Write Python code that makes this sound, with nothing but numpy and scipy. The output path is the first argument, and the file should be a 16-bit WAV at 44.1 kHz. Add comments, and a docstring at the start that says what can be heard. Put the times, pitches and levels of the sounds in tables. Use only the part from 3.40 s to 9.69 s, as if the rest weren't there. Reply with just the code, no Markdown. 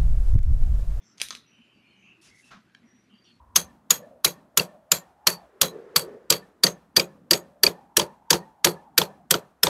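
"""A club hammer drives a steel chisel into the mortar of an old brick wall, three blows a second, outdoors.
Each blow layers a bright burst of steel noise, a damped ping and a dull, resonant thud in the brickwork.
As the chisel bites deeper the hammer rebounds onto it: a weaker clank, with a shower of crumbling mortar.
House walls scatter a short ringing tail, and the houses across the street answer faintly.
Behind, filtered noise makes the traffic: hollow roar, engine drone, rumble, one car passing, over still air."""
import sys
import numpy as np
from scipy import signal
from scipy.fft import rfft, irfft
from scipy.io import wavfile
from scipy.ndimage import uniform_filter1d

SR = 44100
rng = np.random.default_rng(int(sys.argv[2]) if len(sys.argv) > 2 else 0)


def waveform_to_disk(signal):
    """Save audio, clipped to [-1, 1], as 16-bit WAV at the path in sys.argv[1]."""
    frames = np.transpose(np.atleast_2d(signal))
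    scaled = np.clip(frames, -1, 1) * 32767
    samples = np.round(scaled).astype(np.int16)
    wavfile.write(sys.argv[1], SR, samples)


N = 277389
LEAD, LENGTH = 600, 16384  # samples: run-up before a blow, whole length of its sound
T = (np.arange(LENGTH) - LEAD) / SR  # seconds around one blow
AFTER = np.maximum(T, 0)
CLOCK = np.arange(N) / SR


def amp(db):
    """Decibels to gain."""
    return 10 ** (np.asarray(db) / 20)


def evened(x):
    """Scales to rms 1."""
    return x / np.sqrt(np.mean(x ** 2) + 1e-20)


def levelled(x, db, start, stop):
    """Scales a blow's sound to the rms level db between two of its moments (s)."""
    window = x[(T >= start) & (T < stop)]
    return amp(db) * x / np.sqrt(np.mean(window ** 2) + 1e-20)


def coloured(x, points, peaks=()):
    """Filters by a smooth spectrum with resonance peaks on top."""
    hz = np.fft.rfftfreq(len(x), 1 / SR)
    f, db = np.transpose(points)
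    db = np.interp(np.log(hz + 1), np.log(f), db)
    for centre, width, height in peaks:
        db = db + height / (1 + (2 * (hz - centre) / width) ** 2)
    return irfft(rfft(x) * amp(db), len(x))


def band(x, lo_hz, hi_hz, order=8):
    """Keeps one band, without delay."""
    hz = np.fft.rfftfreq(len(x), 1 / SR) + 1
    low_side = 1 + (lo_hz / hz) ** (2 * order)
    high_side = 1 + (hz / hi_hz) ** (2 * order)
    return irfft(rfft(x) / np.sqrt(low_side * high_side), len(x))


def resonate(x, hz, width):
    """A resonance that follows the curve hz: shift it down to zero, smooth, shift back up."""
    turn = np.exp(2j * np.pi * np.cumsum(hz * np.ones(len(x))) / SR)
    r = np.exp(-np.pi * width / SR)
    return 2 * (turn * signal.lfilter([1 - r], [1, -r], x / turn)).real


def lumpy(size, count, depth_db):
    """A gain that swells and sinks at random over about count samples."""
    smooth = uniform_filter1d(rng.standard_normal(size), count)
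    return amp(depth_db * evened(uniform_filter1d(smooth, count)))


def hum(centre_hz, width_hz):
    """A damped mode shaken at random: noise in one bell-shaped band."""
    hz = np.fft.rfftfreq(LENGTH, 1 / SR)
    bell = np.exp(-((hz - centre_hz) / width_hz) ** 2)
    return evened(irfft(rfft(rng.standard_normal(LENGTH)) * bell))


def along(curve):
    """The columns of a curve at every sample."""
    s, *columns = np.transpose(curve)
    return [np.interp(CLOCK, s, column) for column in columns]


def akin(pattern, alike):
    """Noise that partly repeats a pattern: the same tool and wall, never the same blow."""
    alike = np.clip(alike, 0, 1)
    return np.sqrt(alike) * pattern + np.sqrt(1 - alike) * rng.standard_normal(LENGTH)


def add(mix, s, sound):
    """Lays a blow's sound into the mix at s."""
    part = mix[round(s * SR) - LEAD:][:len(sound)]
    part += sound[:len(part)]


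# spectrum of the still air: [f/Hz, level/dB]
AIR_COLOUR = [(20, -29), (70, 7), (200, 14.5), (290, 16.5), (400, 13.5), (800, 16), (1300, 9.5),
              (1800, 1.5), (2150, -4.5), (5000, -11), (12000, -12), (16000, -17)]


def still_air():
    """A steady bed of noise, fullest in the low mids."""
    return amp(-63) * evened(coloured(rng.standard_normal(N), AIR_COLOUR))


# deep traffic rumble over time: [t/s, level/dB]
RUMBLE_CURVE = [(0, -50.5), (.22, -55), (.42, -73), (6.29, -71)]


def rumble():
    """Deep rumble of the traffic: noise between 52 and 85 Hz."""
    level_db, = along(RUMBLE_CURVE)
    return amp(level_db) * evened(band(rng.standard_normal(N), 52, 85, order=6))


# engine drone over time: [t/s, level/dB]
DRONE_CURVE = [(0, -62.5), (.68, -55.5), (1.1, -63.5), (2.1, -68), (2.38, -56.5), (2.8, -63.5), (3.75, -56),
               (4.4, -56), (4.7, -65), (5.77, -58), (6.29, -83)]


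def engine_drone():
    """Noise through two low resonances in series, throbbing unevenly."""
    level_db, = along(DRONE_CURVE)
    engine = resonate(resonate(rng.standard_normal(N), 160, 75), 240, 85)
    return amp(level_db) * evened(engine * lumpy(N, count=4000, depth_db=3.5))


# hollow traffic roar over time: [t/s, centre f/Hz before its waver, level/dB]
ROAR_CURVE = [(0, 1010, -57), (.3, 982, -65), (.48, 597, -67.5), (.64, 572, -47), (.98, 596, -64),
              (1.28, 589.4, -50), (1.52, 640, -63.5), (1.96, 878, -52), (2.12, 416.5, -60),
              (2.3, 407, -44.5), (2.72, 429, -41.5), (2.95, 380.4, -57), (3.5, 398.4, -76),
              (4.15, 564.7, -59), (4.45, 856, -56.5), (5.1, 897, -57), (5.8, 740, -54.5),
              (6.29, 755, -83.5)]


def traffic_roar():
    """Noise through three ever wider resonances that drift together in pitch."""
    roar_hz, level_db = along(ROAR_CURVE)
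    waver = evened(band(rng.standard_normal(N), 1.9, 9, order=3))
    roar_hz = roar_hz * (1 + 0.041 * waver)
    roar = rng.standard_normal(N)
    for width_hz in (140, 280, 420):
        roar = resonate(roar, roar_hz, width_hz)
    return amp(level_db) * evened(roar * lumpy(N, count=1500, depth_db=2.5))


# spectrum of the tyre hiss: [f/Hz, level/dB]
TYRE_COLOUR = [(300, -6.5), (1000, 4.5), (1400, 2), (1850, 1), (2200, -6.5), (4000, -16.5), (8000, -23.5),
               (16000, -41.5)]
PASS_S, PASS_HALF_S = 2.52, 0.32  # a car is nearest; time from there to half its amplitude
PASS_DB, FAR_TYRES_DB = -56.5, -74  # tyres of the passing car at its nearest; distant tyres


def tyres():
    """Tyre hiss: one car swells past over the steady hiss of distant ones."""
    nearness = 1 / (1 + ((CLOCK - PASS_S) / PASS_HALF_S) ** 2)
    level = np.hypot(amp(FAR_TYRES_DB), amp(PASS_DB) * nearness)
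    return level * evened(coloured(rng.standard_normal(N), TYRE_COLOUR))


def street():
    """The whole street behind the work."""
    return traffic_roar() + engine_drone() + rumble() + tyres() + still_air()


# spectrum of the answer from across the street: [f/Hz, level/dB]
STREET_ECHO_COLOUR = [(60, -3), (200, 7.5), (400, -10.5), (600, 8), (1000, 6.5), (1400, -7.5), (1800, -9.5),
                      (2100, -21.5), (4600, -31.5), (15000, -32)]


def street_echo(x, db, t60):
    """A faint, dull answer from the houses across the street: a decaying spray of random reflections."""
    t = np.arange(SR) / SR
    fade_in = np.clip(t / 0.026, 0, 1) ** 2
    taps = rng.standard_normal(SR) * amp(-60 * t / t60) * fade_in
    response = coloured(taps / np.linalg.norm(taps), STREET_ECHO_COLOUR)
    return amp(db) * signal.fftconvolve(x, response)[:N]


def dying(t60, knee):
    """Envelope of the near echoes: a fall that grows steeper and steeper."""
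    onset = 1 - np.exp(-AFTER / 0.00049)
    return onset * amp(-60 * AFTER / t60 - 10 * (AFTER / knee) ** 3)


def ring(hz, db, tail_db):
    """One lasting mode of the steel: the further it stands above the echoes, the purer and longer it is."""
    freedom = np.clip((db - tail_db + 9) / 12, 0, 1)
    width_hz = (120 + .022 * hz) * (1 - .5 * freedom)
    envelope = dying(t60=0.45, knee=0.07 + .028 * freedom)
    return levelled(hum(hz, width_hz) * envelope, db - .5, .04, 0.086)


# free ringing of hammer and chisel, also heard in the tail: [f/Hz, width/Hz, level/dB above its surroundings]
FREE_RINGING = [(2420, 110, 5.5), (2690, 120, 3.5), (3310, 130, 5.5), (4040, 120, 7.5), (4475, 96, 1.5),
                (5920, 200, 4), (6730, 60, 7), (8160, 470, 6.5), (9940, 810, 5.5), (11050, 300, 7),
                (12100, 620, 5)]


def afterglow(db):
    """What is left once the near echoes have gone: a faint hiss, and a narrow band that swells briefly."""
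    hiss = band(rng.standard_normal(LENGTH), 1500, 13500)
    hiss = evened(coloured(hiss, [(2000, 6), (6000, -3.0), (14000, -15.5)], FREE_RINGING))
    hiss = hiss * amp(-13.0 - 60 * AFTER / .5) * (T > .02)
    late_s, swell_hz = rng.uniform(.11, .145), rng.uniform(1730, 1850)
    swell = hum(swell_hz, width_hz=58) * np.exp(-((T - late_s) / 0.029) ** 2)
    return amp(db) * (hiss + amp(-20.5) * swell)


# spectrum of the echo tail: [f/Hz, level/dB]
TAIL_COLOUR = [(400, -8.5), (1000, 2.5), (2000, -0.5), (3500, -5.5), (4600, -2), (5300, -5), (6200, -1),
               (7500, -3), (9500, -8.5), (13000, -4), (15300, -13.5)]
# chisel modes that ring a little at every blow: [f/Hz, typical level/dB before the 0.5 dB trim in ring()]
CHISEL_MODES = [(3320, -56.5), (4050, -57.5), (4560, -54), (6560, -55), (12450, -52.5)]
RING_SPREAD_DB = 3.5  # each mode's strength varies at random from blow to blow


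def tail(db, ring_hz, ring_db):
    """Ringing steel scattered by the walls in uneven echoes; each mode's strength varies at random."""
    modes = []
    for hz, width, height in FREE_RINGING:
        shifted_hz = hz * (1 + .012 * rng.standard_normal())
        modes.append((shifted_hz, width, height + RING_SPREAD_DB * rng.standard_normal()))
    uneven = rng.standard_normal(LENGTH) * lumpy(LENGTH, count=150, depth_db=2.3)
    echoes = coloured(uneven, TAIL_COLOUR, modes)
    sound = levelled(echoes * dying(t60=.235, knee=.082), db + 0.5, 0.032, .095)
    sound = sound + ring(ring_hz, ring_db, db)
    for hz, mode_db in CHISEL_MODES:
        sound = sound + ring(hz, mode_db + RING_SPREAD_DB * rng.standard_normal(), db)
    return sound + afterglow(db)


def grit(db, per_s, fade):
    """Mortar crumbles under the edge: a short shower of tiny cracks."""
    struck = rng.random(LENGTH) < per_s / SR
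    cracks = rng.standard_normal(LENGTH) * struck * (T > 0) * np.exp(-AFTER / fade)
    colour = [(300, -17), (1200, -2.0), (3200, 4.5), (6500, -3), (14000, -16.5)]
    return levelled(coloured(cracks, colour), db, 0, 0.018)


# spectrum of the thud in the wall: [f/Hz, level/dB]
THUD_COLOUR = [(30, -57), (68, -9.5), (105, -15), (160, -4), (240, -8.5), (400, -3), (560, 2), (720, -10),
               (950, -11), (1300, -13), (2400, -27), (5000, -56.5)]
# resonances of the brickwork: [f/Hz, width/Hz, level/dB above the thud]
BRICK_MODES = [(172, 43, 9.5), (179, 55, 3), (346.5, 21, 10.5), (416, 35, 7), (493, 17, 2.5), (706, 36, 2),
               (946, 14, 9)]


def thud(drive, db, rise, t60):
    """The brickwork takes up the blow more slowly and booms; a louder thud has more middle and less depth."""
    envelope = (1 - np.exp(-(AFTER / rise) ** 2)) * amp(-60 * AFTER / t60)
    deep_db = -.2 * (db + 26.0)
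    middle_db = 0.58 * (db + 27)
    boom = coloured(drive, THUD_COLOUR, BRICK_MODES)
    boom = coloured(boom, [(220, deep_db), (330, 0.0018)], [(368, 120, middle_db)])
    return levelled(boom * envelope, db, 0, 0.015)


# envelope of one clash, soft lead-in, sudden rise, short hold, fall:
# [t/ms before shift and squeeze, relative level/dB]
CLASH_SWELL = [(-13, -60), (-5.5, -26), (-4, -14.5), (-3.5, -1), (0.5, 0.5), (5, -10), (11, -24),
               (26.5, -60.5)]


def clash_envelope(brevity, early_ms):
    """Envelope of a clash, squeezed in time by brevity."""
    ms, db = np.transpose(CLASH_SWELL)
    return amp(np.interp((T * 1000 + early_ms) * brevity, ms, db, left=-200, right=-200))


# spectrum of the clash: [f/Hz, level/dB]
CLASH_COLOUR = [(150, -22), (700, -13), (1200, -4), (2200, -6), (3300, 1), (5500, 5), (8000, -3.5),
                (9500, -7.5), (13000, -9.5), (15300, -18.5)]
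# resonances of the steel while it is struck: [f/Hz, width/Hz, typical level/dB above the clash]
STRUCK_MODES = [(1153, 16, 6), (1374, 53, 9), (1800, 110, 7), (2310, 110, 1.5), (2860, 92, -2),
                (3150, 120, 3), (3380, 700, 3.5), (4740, 160, 6), (6030, 370, 4), (6360, 120, 3.5),
                (6860, 57, 8.5), (8150, 140, 7.5), (10060, 330, 1.5), (12320, 280, 12)]


def clash(drive, clash_db, knock_hz, knock_db, fizz_db, ping_hz, ping_db, brevity, clank_db, dull_db):
    """Steel on steel: a dense burst in three registers, with a low clank peak and a damped ping."""
    modes = [(hz, width, height + 2.5 * rng.standard_normal()) for hz, width, height in STRUCK_MODES]
    steel = coloured(drive, CLASH_COLOUR, modes + [(knock_hz, 260, clank_db)])
    steel = coloured(steel, [(5500, 0.0029), (15000, -dull_db)])  # positive dulls the top, negative brightens
    half = .005 / brevity  # seconds either side of the blow where levels are set
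    knock = levelled(band(steel, 120, 2600) * clash_envelope(brevity, early_ms=1.0), knock_db, -half, half)
    body = levelled(band(steel, 2600, 9000) * clash_envelope(brevity, early_ms=0.3), clash_db, -half, half)
    fizz = levelled(band(steel, 9700, 24000) * clash_envelope(brevity, early_ms=0.41), fizz_db, -half, half)
    # the ping: a weaker, slightly narrower band reinforces the first at the same pitch
    pair = hum(ping_hz, width_hz=220) + amp(-10.5) * hum(ping_hz, width_hz=190)
    ping = levelled(pair * clash_envelope(brevity, early_ms=-.3), ping_db - .6, -half, half)
    return knock + body + fizz + ping


# the hammer falls back on the chisel, one row a rebound; ping level before a 0.6 dB trim:
# [t/s, clash level/dB, knock f/Hz, knock level/dB, ping f/Hz, ping level/dB]
REBOUND_ROWS = [(0.869, -41, 2250, -31.5, 2290, -43.5), (1.1984, -26.5, 2720, -24.5, 4600, -21),
                (2.2325, -25.5, 1125, -32.5, 3080, -37), (2.9258, -19.5, 1153, -29, 4880, -33.5),
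                (3.269, -24, 1936, -27, 4490, -19.5), (3.599, -20, 2379, -27, 4660, -15.5),
                (3.9353, -17.5, 1810, -29, 4580, -21), (4.2678, -22, 2476, -23, 4640, -10.5),
                (4.599, -20.5, 936, -23.5, 3100, -23.5), (4.6187, -35, 870, -29.5, 4550, -31.5),
                (4.9327, -18.5, 953, -19, 5070, -30), (5.2729, -31, 899, -22, 3410, -28),
                (5.6179, -28, 924, -23, 3250, -22.5), (5.9431, -23, 1450, -20.5, 3106, -29.5),
                (6.2713, -26, 897, -20.5, 3720, -23)]
# a rebound's fizz and grit lie below its clash, its thud below its knock
REBOUND_FIZZ_DB, REBOUND_GRIT_DB, REBOUND_THUD_DB = -16, -10, -5


def rebounds(out, steel, wall):
    """The falling hammer strikes again: a shorter, duller clash with a strong clank, a thud and grit."""
    for s, clash_db, knock_hz, knock_db, ping_hz, ping_db in REBOUND_ROWS:
        drive = akin(steel, alike=0.029)
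        fizz_db = clash_db + REBOUND_FIZZ_DB
        add(out, s, clash(drive, clash_db, knock_hz, knock_db, fizz_db, ping_hz, ping_db,
                          brevity=1.6, clank_db=26.5, dull_db=18.0))
        add(out, s, thud(akin(wall, alike=0.17), knock_db + REBOUND_THUD_DB, rise=0.0046, t60=0.091))
        add(out, s, grit(clash_db + REBOUND_GRIT_DB, per_s=2000, fade=0.013))


# one row a blow; ping and ring levels before trims of 0.6 and 0.5 dB: [t/s, clash level/dB, knock level/dB,
# fizz level/dB, ping f/Hz, ping level/dB, ring f/Hz, ring level/dB, brevity factor]
BLOW_ROWS = [(0.1643, -15.5, -26.5, -17.5, 6352, -12.5, 6341, -46, 0.78),
             (0.51, -15.5, -26.5, -17, 6745, -12, 6669, -46, 0.91),
             (0.8506, -17.5, -24.5, -17, 4060, -17.5, 3994, -53, 0.92),
             (1.1776, -16.5, -23.5, -16, 6950, -17, 4586, -54, 1),
             (1.5209, -15.5, -24, -19, 7040, -11.5, 7240, -47, 1.11),
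             (1.8739, -13.5, -20.5, -19, 4230, -14.5, 4532, -39, 1.02),
             (2.2181, -14, -24, -16, 5580, -21, 4005, -45, 1.13),
             (2.5652, -17.5, -21.5, -18, 4550, -14.5, 4543, -47.5, 0.96),
             (2.906, -12, -30.5, -17.5, 7570, -17.5, 4543, -43.5, 1.22),
             (3.2398, -16, -25, -20.5, 4620, -10, 6380, -44, 1),
             (3.5699, -17.5, -24.5, -21.5, 4645, -9.5, 6718, -47, 0.78),
             (3.9125, -14.5, -22, -18, 4687, -9, 6723, -43, 1.35),
             (4.238, -15.5, -20.5, -15, 4590, -10.5, 4419, -56.5, 1.1),
             (4.5723, -14.5, -21.5, -15.5, 5750, -18.5, 4667, -48.5, 1.12),
             (4.909, -12.5, -21, -18, 4710, -19, 4435, -45.5, 1),
             (5.2496, -11.5, -19.5, -17, 4705, -18.5, 4430, -45.5, 1.05),
             (5.5828, -12.5, -18, -14, 4705, -14.5, 4247, -47.5, 1.05),
             (5.9125, -15, -22, -15.5, 7972, -18.5, 4161, -60, 0.99),
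             (6.2362, -18, -21.5, -15.5, 5259, -14.5, 4451, -51, 1.16)]
# how firmly the chisel bites into the joint: [t/s, bite 0-1]
BITE_CURVE = [(.16, 0.09), (.5, 0.1), (1, 0.54), (2.55, 0.42), (2.95, 0.86), (3.9, 0.99), (5.3, 0.93),
              (6.25, 0.78)]
# a firmer bite sends more of the blow into the wall and makes the knock higher
THUD_DB, THUD_BITE_DB = -38, 15  # without bite; gained at full bite
KNOCK_HZ, KNOCK_BITE_HZ = 1130, 690
# the echoes follow the force of the blow: level at a usual clash, and dB gained per dB of clash
USUAL_CLASH_DB, TAIL_DB, TAIL_SLOPE = -14.5, -41.5, .35


def blows(out, steel, wall):
    """Each blow is a clash, a thud and a tail; force and bite set the balance of steel, wall and echoes."""
    for s, clash_db, knock_db, fizz_db, ping_hz, ping_db, ring_hz, ring_db, brevity in BLOW_ROWS:
        bite = np.interp(s, *np.transpose(BITE_CURVE))
        knock_hz = KNOCK_HZ + KNOCK_BITE_HZ * bite ** 4
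        thud_db = THUD_DB + THUD_BITE_DB * bite
        tail_db = TAIL_DB + TAIL_SLOPE * (clash_db - USUAL_CLASH_DB)
        drive = akin(steel, alike=0.053)
        add(out, s, clash(drive, clash_db, knock_hz, knock_db, fizz_db, ping_hz, ping_db,
                          brevity, clank_db=7.5, dull_db=-0.5))
        add(out, s, thud(akin(wall, alike=0.2), thud_db, rise=0.0032, t60=0.21))
        add(out, s, tail(tail_db, ring_hz, ring_db))


def hammering():
    """All blows and rebounds, sharing one noise pattern for the steel and one for the wall."""
    out = np.zeros(N)
    steel, wall = rng.standard_normal((2, LENGTH))
    blows(out, steel, wall)
    rebounds(out, steel, wall)
    return out


def scene():
    """The work is straight ahead, so both channels hear the same."""
    work = hammering()
    mix = work + street_echo(work, db=-20.5, t60=0.37) + street()
    return np.array([mix, mix])


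# suppressor: fully open above a level, which it remembers while that memory falls; below it the sound sinks
OPEN_DB, FORGET_DB_PER_S, SINK_SLOPE, DEEPEST_DB = -31, 113, .65, -4


def suppressed(x):
    """Each blow opens the noise suppressor; it closes again before the next one."""
    power = uniform_filter1d((x ** 2).mean(0), size=600)
    level_db = 10 * np.log10(abs(power) + 1e-12)
    fall_db = FORGET_DB_PER_S * CLOCK
    held_db = np.maximum.accumulate(level_db + fall_db) - fall_db  # peaks hold, then fall steadily
    gain_db = np.clip(SINK_SLOPE * (held_db - OPEN_DB), DEEPEST_DB, 0)
    return x * amp(uniform_filter1d(gain_db, size=400))


def record(dry):
    """Cuts the deepest bass, sinks the background between blows, rounds the loudest peaks, limits the band."""
    dry = signal.sosfilt(signal.butter(2, 45, "highpass", fs=SR, output="sos"), dry)
    dry = suppressed(dry)
    ceiling = .73
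    rounded = dry / (1 + (dry / ceiling) ** 6) ** (1 / 6)
    low_pass = signal.firwin(255, 15750, window=("kaiser", 9), fs=SR)
    return signal.oaconvolve(rounded, low_pass[None], "same")


dry = scene()
out = record(dry)
waveform_to_disk(out)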